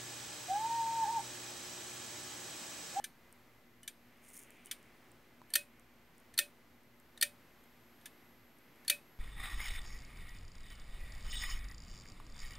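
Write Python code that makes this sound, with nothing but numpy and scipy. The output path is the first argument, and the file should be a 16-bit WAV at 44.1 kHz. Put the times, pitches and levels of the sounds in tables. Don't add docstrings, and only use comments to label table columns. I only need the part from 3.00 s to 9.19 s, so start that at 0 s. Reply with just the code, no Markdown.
import sys
import numpy as np
from scipy import signal
from scipy.fft import rfft, irfft
from scipy.io import wavfile
from scipy.ndimage import uniform_filter1d

SR = 44100
rng = np.random.default_rng(int(sys.argv[2]) if len(sys.argv) > 2 else 0)


def generate_wav(signal):
    frames = np.transpose(np.atleast_2d(signal))
    scaled = np.clip(frames, -1, 1) * 32767
    pcm = np.round(scaled).astype(np.int16)
    wavfile.write(sys.argv[1], SR, pcm)


def makeup_ratio(level_db):
    decades = np.asarray(level_db, float) / 20
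    return 10 ** decades


N = 272979


def level(x, db):
    return x * makeup_ratio(db) / np.sqrt(np.mean(x ** 2))


def colour(x, points):
    hz, db = np.transpose(points)
    f = np.maximum(np.fft.rfftfreq(len(x), 1 / SR), 1)
    return irfft(rfft(x) * makeup_ratio(np.interp(np.log(f), np.log(hz), db)), len(x))


def curve(rows):
    s, value = np.transpose(rows)
    return np.interp(np.arange(N) / SR, s, value, left=-140, right=-140)


def fade(t, t60):
    return np.exp(-np.log(1000) * t / t60)


def walk(rate):
    k = int(SR / rate)
    held = np.repeat(rng.standard_normal(N // k + 1), k)
    return 1.36 * uniform_filter1d(uniform_filter1d(held, k), k)[:N]


def filtered(x, hz, kind):
    return signal.sosfilt(signal.butter(2, hz, kind, fs=SR, output="sos"), x)


def add(out, s, x, db):
    i = int(s * SR)
    x = (x * makeup_ratio(db) / np.abs(x).max())[max(-i, 0):N - i]
    out[max(i, 0):max(i, 0) + len(x)] += x


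def short_rings(t, swell, modes):
    hz, db, t60 = np.transpose(modes)[:, :, None]
    short, first = t[:SR // 10], t[:SR // 50]
    kicks = rng.standard_normal(len(t))
    bounces = (kicks * np.abs(kicks) * swell)[None, :len(first)]
    detune, phase, share = rng.standard_normal((3, len(hz), 1))
    tone = np.sin(2 * np.pi * (hz * (1 + 0.0042 * detune) * short + phase))
    ring = fade(short, t60)
    push = signal.fftconvolve(ring, np.abs(bounces) * fade(first, 0.018), axes=1)[:, :len(short)]
    apart = signal.fftconvolve(ring * tone, bounces, axes=1)[:, :len(short)]
    rings = apart + 0.5 * (hz < 5500) * push * tone
    rings *= makeup_ratio(db + 1.06 * share) / np.abs(rings).max(axis=1, keepdims=True)
    return rings.sum(axis=0)


def long_ring(t, hz, level_db, t60, rise_ms):
    ring_end_s = 0.16
    swing = fade(t, t60) * (1 - np.exp(-t * 1000 / rise_ms)) * np.exp(-(t / ring_end_s) ** 4)
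    rattle = uniform_filter1d(uniform_filter1d(rng.standard_normal(len(t)), size=250), size=250)
    rattle *= min(.3 + hz / 3500, 1)
    return makeup_ratio(level_db + 60 * rattle) * swing * np.sin(2 * np.pi * hz * t + 6 * rattle[::-1])


# pitch_hz [Hz], level_db [dB per Hz]
CRACK_COLOUR = [(600, -49), (1150, -24), (1500, -2.5), (2500, -4), (3700, 1), (5300, -6.5), (6800, -8),
                (8200, -5.5), (8750, 2.5), (9500, -4), (11200, -3), (12600, -8), (14500, -6.5),
                (16400, -19.5)]


def strikes(events, modes, long_hz, long_modes, long_db, crack_db, crack_t60,
            tail_db, tail_t60, lead_db, treble_db):
    out, t = np.zeros(N), np.arange(SR // 3) / SR
    for s, peak_db, bounce_ms, *ring_db in events:
        swell = np.minimum(t / 0.00059, 1) * np.exp(-(t / (bounce_ms / 1000)) ** 3)
        decay = makeup_ratio(crack_db) * (swell + fade(t, crack_t60)) + makeup_ratio(tail_db) * fade(t, tail_t60)
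        crack = level(colour(rng.standard_normal(len(t)), CRACK_COLOUR), 0)
        hit = crack * decay * np.minimum(t / 0.0016, 1)
        add(hit, 0, short_rings(t, swell, modes), 0)
        hit = hit + (makeup_ratio(treble_db) - 1) * filtered(hit, 6000, "high")
        hit = signal.sosfilt(signal.cheby2(4, 20, 1050, "high", fs=SR, output="sos"), hit)
        hit = hit * makeup_ratio(-12) / np.sqrt(np.mean(hit[:SR // 100] ** 2))
        own_db = ring_db + len(long_hz) * [long_db]
        for hz, (mode_db, t60, rise_ms), extra_db in zip(long_hz, long_modes, own_db):
            hit += long_ring(t, hz, mode_db + extra_db, t60, rise_ms)
        peak_db += 20 * np.log10(np.abs(hit).max())
        add(out, s, hit, peak_db)
        add(out, s - .002, hit, peak_db + lead_db)
    return out


BOARD_PITCHES = (2536, 2340, 1825, 581, 350, 780)
# level_db [dB], t60_s [s], rise_ms [ms]
BOARD_RINGS = [(2, 0.14, 18.5), (5.5, 0.11, 4.6), (-21, 0.09, 3), (-34.5, 0.24, 14.6), (-35.5, 0.068, 4.5),
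               (-37.5, 0.043, 0.43)]
# start_s [s], peak_db [dB], bounce_ms [ms], first_ring_db [dB], second_ring_db [dB]
SLAM_TIMES = [
    (2.5535, -12.5, 6.6, -18, -37),
    (3.3875, -12.5, 5.6, -21, -30),
    (4.2243, -12.5, 8, -26, -31),
    (5.898, -12.5, 5.5, -17.5, -25),
]
# pitch_hz [Hz], level_db [dB], t60_s [s]
SLAM_PARTS = [(1400, -10, .025), (1825, -1.5, .031), (3130, -3, .024), (3640, 0, .02), (4330, -2, .035),
              (4790, -4, .028), (6020, -4, .028), (7620, -9, .03), (8380, -6, .035), (8730, -3.5, .05),
              (9000, -5, .03), (10250, -3, .025), (11100, -6.5, .025), (11500, -6, .025), (13600, -10, .03),
              (14100, -7, .03), (14700, -6, .025)]


def slam():
    return strikes(SLAM_TIMES, SLAM_PARTS, BOARD_PITCHES, BOARD_RINGS, 0.33, crack_db=-14.0, crack_t60=0.045,
                   tail_db=-19.5, tail_t60=.17, lead_db=-20, treble_db=1.3)


# start_s [s], peak_db [dB]
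CONTACT_TIMES = [
    (2.537, -19),
    (3.3774, -19.5),
    (4.212, -20),
    (5.8799, -20.5),
]
# pitch_hz [Hz], level_db [dB], t60_s [s]
CONTACT_PARTS = [(1800, -13, .03), (3300, -11, .025), (3600, -15, .03), (4355, 0, .034), (4780, -8, .03),
                 (6000, -12, .02), (7900, -9, .02), (8700, -5, .02), (10200, -8, .02), (11200, -3, .018),
                 (14000, -10, .015)]


def contact():
    touches = [(s, db, 2.4) for s, db in CONTACT_TIMES]
    return strikes(touches, CONTACT_PARTS, BOARD_PITCHES, BOARD_RINGS, -29, crack_db=-22.5, crack_t60=0.035,
                   tail_db=-21, tail_t60=0.098, lead_db=-19, treble_db=4.0)


# start_s [s], peak_db [dB], bounce_ms [ms], first_ring_db [dB], second_ring_db [dB]
HALF_TIMES = [
    (.0403, -27.5, 8.2, -14, -31),
    (.8765, -29, 5.5, -18.5, -27),
    (1.7116, -25.5, 5.5, -23, -34),
    (5.0562, -35.5, 8, -10, -24),
]
# pitch_hz [Hz], level_db [dB], t60_s [s]
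HALF_PARTS = [(1570, -6, 0.036), (2330, -5.5, 0.075), (3050, -2.5, 0.036), (3290, -4, 0.07),
              (3580, 1.5, .035), (4580, -12, 0.058), (5075, -3, 0.035), (6035, 2.5, 0.03),
              (7070, -1.5, 0.051), (8730, 1, 0.035), (9350, -4, 0.03), (10460, -2, 0.033), (11600, 1, 0.03),
              (14300, -12, 0.053), (14700, -30, 0.018)]
HALF_PITCHES = (1740, 2560)
# level_db [dB], t60_s [s], rise_ms [ms]
HALF_LONG_RINGS = [(0, 0.061, 1.5), (0, .12, 5)]


def half_pull():
    return strikes(HALF_TIMES, HALF_PARTS, HALF_PITCHES, HALF_LONG_RINGS, -8, crack_db=-13.5, crack_t60=0.068,
                   tail_db=-23, tail_t60=0.2, lead_db=-38, treble_db=1.1)


# peak_db [dB], first_ring_db [dB], second_ring_db [dB]
TICK_LEVELS = [
    (-47, -8, -9),
    (-45.5, -15.5, -9),
    (-46.5, -21, -12.5),
    (-46.5, -14, -17),
    (-45.5, -12, -26),
    (-46.5, -11, -1),
    (-58, -18, -2),
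    (-51.5, -2, -10),
]
# pitch_hz [Hz], level_db [dB], t60_s [s]
TICK_PARTS = [(1980, -6, 0.022), (4270, -11, 0.025), (6090, -4, .02), (8500, -1, 0.023),
              (10800, 2.5, 0.017), (11570, -14, 0.027), (14000, -10, .015)]
FAR_PITCHES = (1760, 2980)
# level_db [dB], t60_s [s], rise_ms [ms]
FAR_RINGS = [(0, 0.12, 2.7), (0, .12, 1.4)]
NEAR_PITCHES = (1760, 3800)
# level_db [dB], t60_s [s], rise_ms [ms]
NEAR_RINGS = [(0, 0.1, 2), (0, 0.021, 1.2)]


def tick():
    first_s, cycle_s, bounce_ms = -.00575, .83625, 1.7
    ticks = [(first_s + k * cycle_s, db, bounce_ms, *rings) for k, (db, *rings) in enumerate(TICK_LEVELS)]
    near = strikes(ticks[4:], TICK_PARTS, NEAR_PITCHES, NEAR_RINGS, -40, crack_db=-22.0, crack_t60=.02,
                   tail_db=-11, tail_t60=0.083, lead_db=-46, treble_db=-5)
    far = strikes(ticks[:4], TICK_PARTS, FAR_PITCHES, FAR_RINGS, -40, crack_db=-17, crack_t60=.02,
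                  tail_db=-14, tail_t60=0.11, lead_db=-38, treble_db=3.5)
    return near + far


def relay():
    return tick() + contact() + slam() + half_pull()


def peel(start_s, hard_s, end_s, db):
    t = np.arange(N) / SR
    rise_db, ease_db = 13, 11
    held = np.interp(t, [start_s - .03, start_s, hard_s, end_s], [-30 - rise_db, -rise_db, 0, -ease_db], left=-90)
    settling = -12.5 - 46.5 * (t - end_s)
    return db + np.where(t < end_s, held, settling)


# start_s [s], hardest_s [s], let_go_s [s], rustle_db [dB at its hardest]
SKIN_PEELS = [
    (1.224, 1.385, 1.44, -59),
    (1.642, 1.665, 1.7, -75),
]
# start_s [s], peak_db [dB]
GRIP_SNAPS = [(0.3267, -43.5), (1.1752, -60), (1.2415, -52), (1.288, -44), (1.2913, -45), (1.303, -45),
              (1.334, -42), (1.344, -41), (1.3682, -36), (1.3768, -36.5), (1.3903, -41), (1.393, -43.5),
              (1.428, -43), (1.4356, -42), (1.5057, -42.5), (1.6482, -51), (1.6524, -50), (1.659, -39.5),
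              (1.8294, -51), (2.044, -61), (2.1175, -50.5), (2.4964, -56), (2.797, -48.5), (3.1813, -50.5),
              (3.2013, -53), (3.8344, -59), (4.0003, -51), (4.6398, -54), (5.5864, -55), (5.7598, -56)]
# start_s [s], peak_db [dB], pitch_hz [Hz], t60_s [s]
FINGER_KNOCK = [
    (2.418, -47, 990, 0.022),
]


def grip():
    out, t = np.zeros(N), np.arange(SR // 50) / SR
    start_s, _, end_s, _ = SKIN_PEELS[0]
    small_s = rng.uniform(start_s, end_s, size=int(130 * .22))
    rustle_db = peel(*SKIN_PEELS[0])[(small_s * SR).astype(int)]
    small_db = rustle_db + 12 + 3.5 * rng.standard_normal(len(small_s))
    snap_hz = 9070
    for s, peak_db in GRIP_SNAPS + list(zip(small_s, small_db)):
        burst = (rng.standard_normal(len(t)) + 4 * (t == 0)) * (fade(t, .003) + .08 * fade(t, .012))
        snap = filtered(burst, [snap_hz * 0.71, min(snap_hz * 1.7, 20000)], "band")
        shell_ring = signal.lfilter(*signal.iirpeak(8800, 9, fs=SR), snap)
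        add(out, s, snap + 1.9 * shell_ring, peak_db + 2.0)
    dense = rng.standard_normal(N) * np.clip(rng.exponential(size=N), 0, 3.5) ** 2
    shell = [(3500, -30), (6500, 0.5), (8200, -5), (8800, 3), (9500, 2), (15500, -9), (16500, -5)]
    peeling = sum(makeup_ratio(peel(*p)) for p in SKIN_PEELS)
    out += level(colour(dense, shell), 0) * peeling * makeup_ratio(2 * walk(150))
    for s, peak_db, hz, t60 in FINGER_KNOCK:
        tap = filtered(rng.standard_normal(len(t)), 6000, "low")
        knock = fade(t, t60) * np.sin(2 * np.pi * hz * t) + 0.77 * fade(t, .006) * tap
        add(out, s - .001, knock, peak_db + 3)
    return out


# time_s [s], level_db [dB]
WHINE_LEVELS = [
    (0, -82),
    (1.45, -82),
    (1.75, -90),
    (2.05, -91),
    (2.5, -80.5),
    (3.6, -84),
    (5.0, -76.5),
    (6.19, -77),
]


def supply():
    whine_hz = 11780
    phase = 2 * np.pi * np.cumsum(whine_hz + 4 * walk(20)) / SR
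    return np.sqrt(2) * makeup_ratio(curve(WHINE_LEVELS) + .7 * walk(25)) * np.sin(phase)


# pitch_hz [Hz], width_hz [Hz], level_db [dB]
HUM_BANDS = [(60, 7.6, -80.5), (115.8, 6.8, -81.5), (172, 7.2, -97), (252, 37, -74.5), (356.2, 6.7, -79),
             (2030, 3.2, -83)]
# pitch_hz [Hz], peak_db [dB]
HUM_TONES = [(118, -78), (238, -71), (2042, -83)]


def mains_hum():
    hum = np.zeros(N)
    for hz, width_hz, db in HUM_BANDS:
        band = signal.lfilter(*signal.iirpeak(hz, hz / width_hz, fs=SR), rng.standard_normal(N))
        hum += level(band, db)
    for hz, db in HUM_TONES:
        phase = 2 * np.pi * np.cumsum(hz + 1.539 * walk(4)) / SR
        hum += makeup_ratio(db + 1.74 * walk(9)) * np.sin(phase)
    return hum


# loudest_s [s], level_db [dB], swell_s [s], fade_s [s]
VEHICLES = [
    (1.5, -66.5, 0.32, 0.43),
    (2.5, -74, 0.095, 0.44),
    (5.8, -78.5, 0.26, 0.26),
]


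def street():
    t = np.arange(N) / SR
    loudness = makeup_ratio(-84)
    for s, db, swell_s, fade_s in VEHICLES:
        loudness = loudness + makeup_ratio(db) * np.exp(-((t - s) / np.where(t < s, swell_s, fade_s)) ** 2)
    tyres = [(150, -25), (300, 3.5), (900, -10), (1700, -5.5), (2150, 2.5), (2700, -3.5), (3300, -7.5),
             (5000, -36.5), (9000, -43.5)]
    return level(colour(rng.standard_normal(N), tyres), 0) * loudness


# pitch_hz [Hz], level_db [dB per Hz]
AIR_COLOUR = [(15, -45), (25, -8.5), (60, -15.5), (150, -10.5), (400, -13), (900, -16), (2100, -18),
              (3300, -24.5), (5500, -29.5), (9750, -34.5), (12500, -31), (15500, -32)]
# pitch_hz [Hz], side_minus_mid_db [dB]
AIR_WIDTH = [(60, -16), (110, -18.5), (200, -16.5), (380, -15.5), (700, -13), (1290, -12.5), (2380, -12),
             (4400, -9), (8120, -12.5), (15000, -9.5)]


def shop_air():
    air_db = -63.5
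    mid = level(colour(rng.standard_normal(N), AIR_COLOUR), air_db - 2) * makeup_ratio(1.1 * walk(3.17))
    other = level(colour(rng.standard_normal(N), AIR_COLOUR), air_db)
    return mid, colour(other, [(15, -35.0), (35, -36.0)] + AIR_WIDTH)


def scene():
    near = relay() + grip() + supply()
    air, side = shop_air()
    mid = near + mains_hum() + street() + air
    return np.array([mid + side, mid - side])


def top_cut(x):
    return signal.sosfilt(signal.butter(12, 16480, fs=SR, output="sos"), x)


def record(dry):
    top_hz = 15750
    treble_loss = [(top_hz, 0), (top_hz + 150, -30), (16500, -40)]
    thin = np.array([colour(channel, treble_loss) for channel in dry])
    return top_cut(thin - .0004)


dry = scene()
out = record(dry)
generate_wav(out)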